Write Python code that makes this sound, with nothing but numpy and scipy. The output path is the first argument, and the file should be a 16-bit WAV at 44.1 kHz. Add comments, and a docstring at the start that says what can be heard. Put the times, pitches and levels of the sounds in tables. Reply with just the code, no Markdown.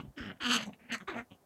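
"""A fenced yard, a few metres from the hares scuffling in it: quick gruff grunts, paws and short echoes.
Each grunt is a train of vocal-fold pulses: a soft hum at the pitch, and sharp pulses with
breath ringing a short throat. Paws thump the ground as low decaying pushes and one snaps dry grass,
over a faint outdoor floor of coloured noise."""
import sys
import numpy as np
from scipy import signal
from scipy.fft import rfft, irfft
from scipy.io import wavfile
from scipy.ndimage import uniform_filter1d

SR = 44100
rng = np.random.default_rng(int(sys.argv[2]) if len(sys.argv) > 2 else 0)


def convert_level_to_amplitude(level_db):
    """Map a level in decibels to its linear amplitude factor."""
    exponent = np.asarray(level_db, float) / 20
    return 10 ** exponent


def log_audio(samples):
    """Write samples as a 16-bit WAV file to the path given in sys.argv[1]."""
    # one column per channel
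    frames = np.atleast_2d(samples).T
    # limit to full scale, then quantise
    limited = np.clip(frames, -1, 1)
    pcm = np.round(limited * 32767).astype(np.int16)
    wavfile.write(sys.argv[1], SR, pcm)


N = 63945


def evened(x):
    """Scales to rms 1."""
    return x / np.sqrt(np.mean(x ** 2) + 1e-20)


def add(mix, s, sound):
    """Mixes a sound in at time s, in seconds."""
    part = mix[round(s * SR):][:len(sound)]
    part += sound[:len(part)]


def resonate(x, hz, width):
    """A resonance applied twice that follows the curve hz."""
    turn = np.exp(2j * np.pi * np.cumsum(hz * np.ones(len(x))) / SR)
    r = np.exp(-np.pi * width / SR)
    smooth = signal.lfilter([(1 - r) ** 2], [1, -2 * r, r * r], x / turn + 1e-18)
    return 2 * (turn * smooth).real


def outdoor_floor():
    """Steady faint noise, shaped in the spectrum to lean towards the low end."""
    # Spectrum of the floor. 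Each row: frequency in Hz, relative level in dB.
    floor_spectrum = [(35, -13.5), (60, -4), (756, -11), (2650, -30), (15500, -29.5)]
    floor_db = -67.5
    f, level_db = np.transpose(floor_spectrum)
    hz = np.fft.rfftfreq(N, 1 / SR)
    shape = convert_level_to_amplitude(np.interp(np.log(hz + 1), np.log(f), level_db))
    return convert_level_to_amplitude(floor_db) * evened(irfft(rfft(rng.standard_normal(N)) * shape, N))


def yard_echoes(x):
    """Sparse echoes off fence and ground, dying quickly."""
    t60_s, echo_db = 0.083, -9.5
    taps = np.zeros(SR // 2)
    at = np.arange(300, SR // 2 - 20, 20)  # one echo of random sign in every 20 samples
    taps[at + rng.integers(0, 20, len(at))] = rng.choice([-1., 1.], len(at))
    tail = taps * convert_level_to_amplitude(-60 * np.arange(len(taps)) / SR / t60_s)
    return convert_level_to_amplitude(echo_db) * signal.fftconvolve(x, tail / np.linalg.norm(tail))[:N]


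def paw_thumps():
    """Paws landing: each a soft low push through the ground that swells and dies away."""
    # Landings of the paws. Each row: start in seconds, level in dB.
    landings = [(0.076, -40.5), (0.202, -37.5), (.425, -47.5), (1.08, -48.5), (1.194, -51)]
    thump_hz, rise_s = 65, 0.0095
    t = np.arange(SR // 5) / SR
    u = t / rise_s
    push = u * np.exp(1 - u) * np.sin(2 * np.pi * thump_hz * t)
    x = np.zeros(N)
    for s, db in landings:
        add(x, s, convert_level_to_amplitude(db) * push)
    return x


def grass_snaps():
    """A paw snaps dry grass: a single-sample click rings a broad bright resonance."""
    # Snaps of the grass. Each row: start in seconds, drive of the resonance in dB.
    snaps = [(0.9824, -36.5)]
    snap_hz, snap_width_hz = 7340, 5000
    x = np.zeros(N)
    for s, db in snaps:
        add(x, s, convert_level_to_amplitude(db) * np.array([3.]))
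    return resonate(x, snap_hz, snap_width_hz)


def grunt(rows, throat, alternate):
    """Jittered pulses and puffs of breath ring the throat; the hum follows the same cycles."""
    # Share of breath noise in the throat. Each row: time in seconds, roughness from 0 to 1.
    roughness = [(.19, .65), (.275, .45), (.44, .8), (.456, .15), (.575, .4), (.585, .9), (.912, .9),
                 (.917, .15), (.953, .2), (.962, .8), (1.004, .15), (1.075, .65), (1.14, .7), (1.16, .22)]
    # The mouth opens and closes, shifting the two lower resonances. Each row: time in seconds, factor.
    mouth_opening = [(.91, 1.066), (.932, 1.18), (.956, 0.76), (.975, 0.8)]
    # Upper throat resonances. Each row: frequency in Hz, width in Hz, relative level in dB.
    upper_throat = [(6300, 750, 0), (7800, 700, -5), (10600, 3200, -17)]
    jitter, shimmer_db, puff_decay_cycles = .19, 3.6, .3
    first_width_hz, second_width_hz, third_width_hz = 850, 900, 850
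    first_lag_s = .0012
    tear_db, tear_low, tear_high = 1.5, 0.95, 1.09  # factors on the first and second resonance
    octave_db, boom_width_hz, boom_db = -11.5, 74, -4
    chest_hz, chest_width_hz = 625, 504
    low_hz, chest_slope = 200, 3.26  # alternation and chest grow as the pitch sinks towards low_hz
    fade_s = 0.0051

    s, hum_db, hz, rasp_db, treble_db = np.transpose(rows)
    first_hz, second_hz, second_db, third_db, chest_db, third_hz = throat
    t = np.arange(s[0], s[-1], 1 / SR)
    line = lambda v: np.interp(t, s, v)
    pitch = line(hz)
    rough = np.interp(t, *np.transpose(roughness))
    mouth = np.interp(t, *np.transpose(mouth_opening))
    low = np.minimum(low_hz / pitch, 1) ** chest_slope

    # vocal folds: rough cycles are uneven in length
    slow = rng.standard_normal(SR)[:len(t)]
    chance = rng.standard_normal((8, SR))[:, :len(t)]
    wobble = evened(uniform_filter1d(slow, size=200))
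    turns = np.cumsum(pitch * (1 + jitter * rough * wobble)) / SR
    pulses = np.diff(np.floor(turns), prepend=0) * np.sqrt(SR / pitch)
    puffs = evened(rough + np.exp(-(turns % 1) / puff_decay_cycles)) * chance[:4]

    # four drives: first, second, third and upper resonances, chest; each is struck unevenly
    size = convert_level_to_amplitude(shimmer_db * np.sqrt(rough) * chance[4:, turns.astype(int)])
    breath = rough ** np.array([[1], [1], [.3], [1]])  # the upper throat is breathier
    drive = size * (np.sqrt(breath) * puffs - np.sqrt(1 - breath) * pulses)

    late = np.roll(drive[0], round(first_lag_s * SR))
    first = resonate(late, mouth * first_hz, first_width_hz)
    first = evened(resonate(first, mouth * first_hz, 2 * first_width_hz))
    second = resonate(drive[1], mouth * second_hz, second_width_hz)
    second = evened(resonate(second, mouth * second_hz, 2 * second_width_hz))
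    third = evened(resonate(drive[2], third_hz, third_width_hz))
    upper = sum((-1) ** k * convert_level_to_amplitude(db) * resonate(drive[2], f, w)
                for k, (f, w, db) in enumerate(upper_throat))

    # rough breath spreads from below the first to above the second resonance
    band = [tear_low * first_hz, tear_high * second_hz]
    tear = evened(signal.sosfilt(signal.butter(3, band, 'band', fs=SR, output='sos'), size[3] * puffs[3]))
    clear = np.sqrt(1 - rough * rough)
    rasp = clear * (first + convert_level_to_amplitude(second_db) * second) + convert_level_to_amplitude(tear_db) * rough * rough * tear

    # hum: pitch and octave with strong and weak cycles, then the ringing chest and its breathy low body
    hum = -np.sin(2 * np.pi * turns) - convert_level_to_amplitude(octave_db) * np.sin(4 * np.pi * turns)
    hum *= clear * (1 + alternate * low * np.cos(np.pi * turns))
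    hum = hum + convert_level_to_amplitude(boom_db) * rough * evened(resonate(drive[3], pitch, boom_width_hz))
    chest = evened(resonate(drive[3], chest_hz, chest_width_hz))
    hum = evened(hum) + convert_level_to_amplitude(chest_db) * low * chest

    out = convert_level_to_amplitude(line(hum_db)) * hum + convert_level_to_amplitude(line(rasp_db)) * rasp
    out = out + convert_level_to_amplitude(line(rasp_db + treble_db) / 2 + third_db) * third
    out = out + convert_level_to_amplitude(line(treble_db)) * evened(upper)
    edge_s = np.minimum(t - s[0] + (s[0] == 0), s[-1] - t)  # a grunt at time 0 has no fade-in
    return s[0], out * np.clip(edge_s / fade_s, 0, 1)


def hare_grunts():
    """Quick gruff grunts, each with its own pitch and level curves and throat shape."""
    # Course of the voice, one table per grunt. Each row: time in seconds, hum in dB, pitch in Hz,
    # rasp in dB, treble in dB.
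    voices = [
        [(0, -40.5, 181.7, -38.5, -69.5), (.02, -52, 164, -78, -81), (.055, -45.5, 160.4, -69, -109),
         (.12, -66, 110.7, -123, -99)],
        [(.16, -67, 311.2, -70, -105), (.18, -44, 304.3, -47, -70), (.275, -44, 190.8, -47.5, -77.5),
         (.318, -45, 174, -49, -100), (.33, -57, 182, -82, -111), (.38, -62.5, 169, -66.5, -111)],
        [(.398, -76, 295.7, -63, -118), (.41, -49.5, 318, -45.5, -63.5), (.468, -40, 239.2, -33.5, -46),
         (.481, -39.5, 241.1, -43.5, -48.5), (.51, -33, 244.3, -30.5, -37.5), (.533, -48, 268.7, -32.5, -34.5),
         (.545, -36, 238.8, -31.5, -35.5), (.568, -35, 236.5, -35, -37.5), (.585, -43, 215, -45.5, -66),
         (.635, -43.5, 210.3, -49.5, -55.5), (.655, -54, 211.5, -59, -94)],
        [(.652, -61, 201.3, -45, -65), (.665, -47.5, 198.2, -77, -55), (.695, -41.5, 196.5, -63, -84),
         (.72, -67, 209.2, -102, -83), (.735, -47, 200, -50.5, -80), (.76, -74, 200, -101, -99)],
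        [(.785, -67, 220, -71, -122), (.88, -63.5, 221.4, -67, -109), (.9, -49, 237, -47.5, -108),
         (.914, -49.5, 246.6, -41, -81), (.922, -39, 239.1, -38, -46.5), (.953, -42.5, 220, -37, -43),
         (.966, -51, 221.2, -54.5, -90), (.995, -82, 211, -58, -75)],
        [(.998, -81, 190.3, -57, -77), (1.008, -55.5, 181.6, -49.5, -71), (1.028, -46.5, 186.5, -68, -78),
         (1.055, -77, 170.8, -103, -93)],
        [(1.07, -89, 400.5, -60, -104), (1.08, -41.5, 399, -37.5, -63), (1.15, -48, 251.7, -51.5, -83)],
        [(1.14, -51.5, 244.7, -54, -79), (1.165, -39.5, 229.3, -50.5, -69.5), (1.19, -41, 236.6, -41.5, -64),
         (1.212, -43.5, 234.6, -53.5, -78), (1.232, -69, 245, -104, -76)],
        [(1.3, -76, 193.3, -87.5, -101), (1.318, -48, 191.6, -72.5, -83.5), (1.37, -76, 184.3, -103, -86)],
    ]
    # Throat of each grunt. Each row: first resonance in Hz, second in Hz, second in dB, third in dB,
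    # chest in dB, third in Hz.
    throats = [(926, 2730, 1, -0.5, -17.5, 3650), (1490, 2810, -5, -3.5, -12.5, 5170),
               (1296, 2798, 3, -1.5, -8.5, 4460), (1980, 2460, 4, -1.5, -7.5, 3730),
               (1614, 2440, -0.5, -2.5, -3.5, 4360), (1490, 2100, 0, 1, -14, 3300),
               (1450, 2290, -4, 1.5, -1, 3570), (1890, 2810, -1, -3, 2.5, 2900),
               (1440, 3670, 15.5, -15.5, -10.5, 1900)]
    # Strong and weak cycles alternate in the low-pitched part. Each entry: depth from 0 to 1, per grunt.
    alternations = [0.95, 0.55, 0.083, 0.08, 0.18, 0.075, 1, 0.32, 1]
    x = np.zeros(N)
    for row in zip(voices, throats, alternations):
        add(x, *grunt(*row))
    return x


def scene():
    """Hares and their paws, the echoes of both and the floor."""
    hares = grass_snaps() + hare_grunts() + paw_thumps()
    return (hares + yard_echoes(hares) + outdoor_floor())[None]


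def top_cut(x):
    """Nothing passes above the cut-off."""
    return signal.sosfilt(signal.butter(12, 15710, fs=SR, output="sos"), x)


def record(dry):
    """The microphone loses the deep bass."""
    mic_low_hz = 57
    mix = signal.lfilter(*signal.butter(2, mic_low_hz, 'high', fs=SR), dry)
    return top_cut(mix)


dry = scene()
out = record(dry)
log_audio(out)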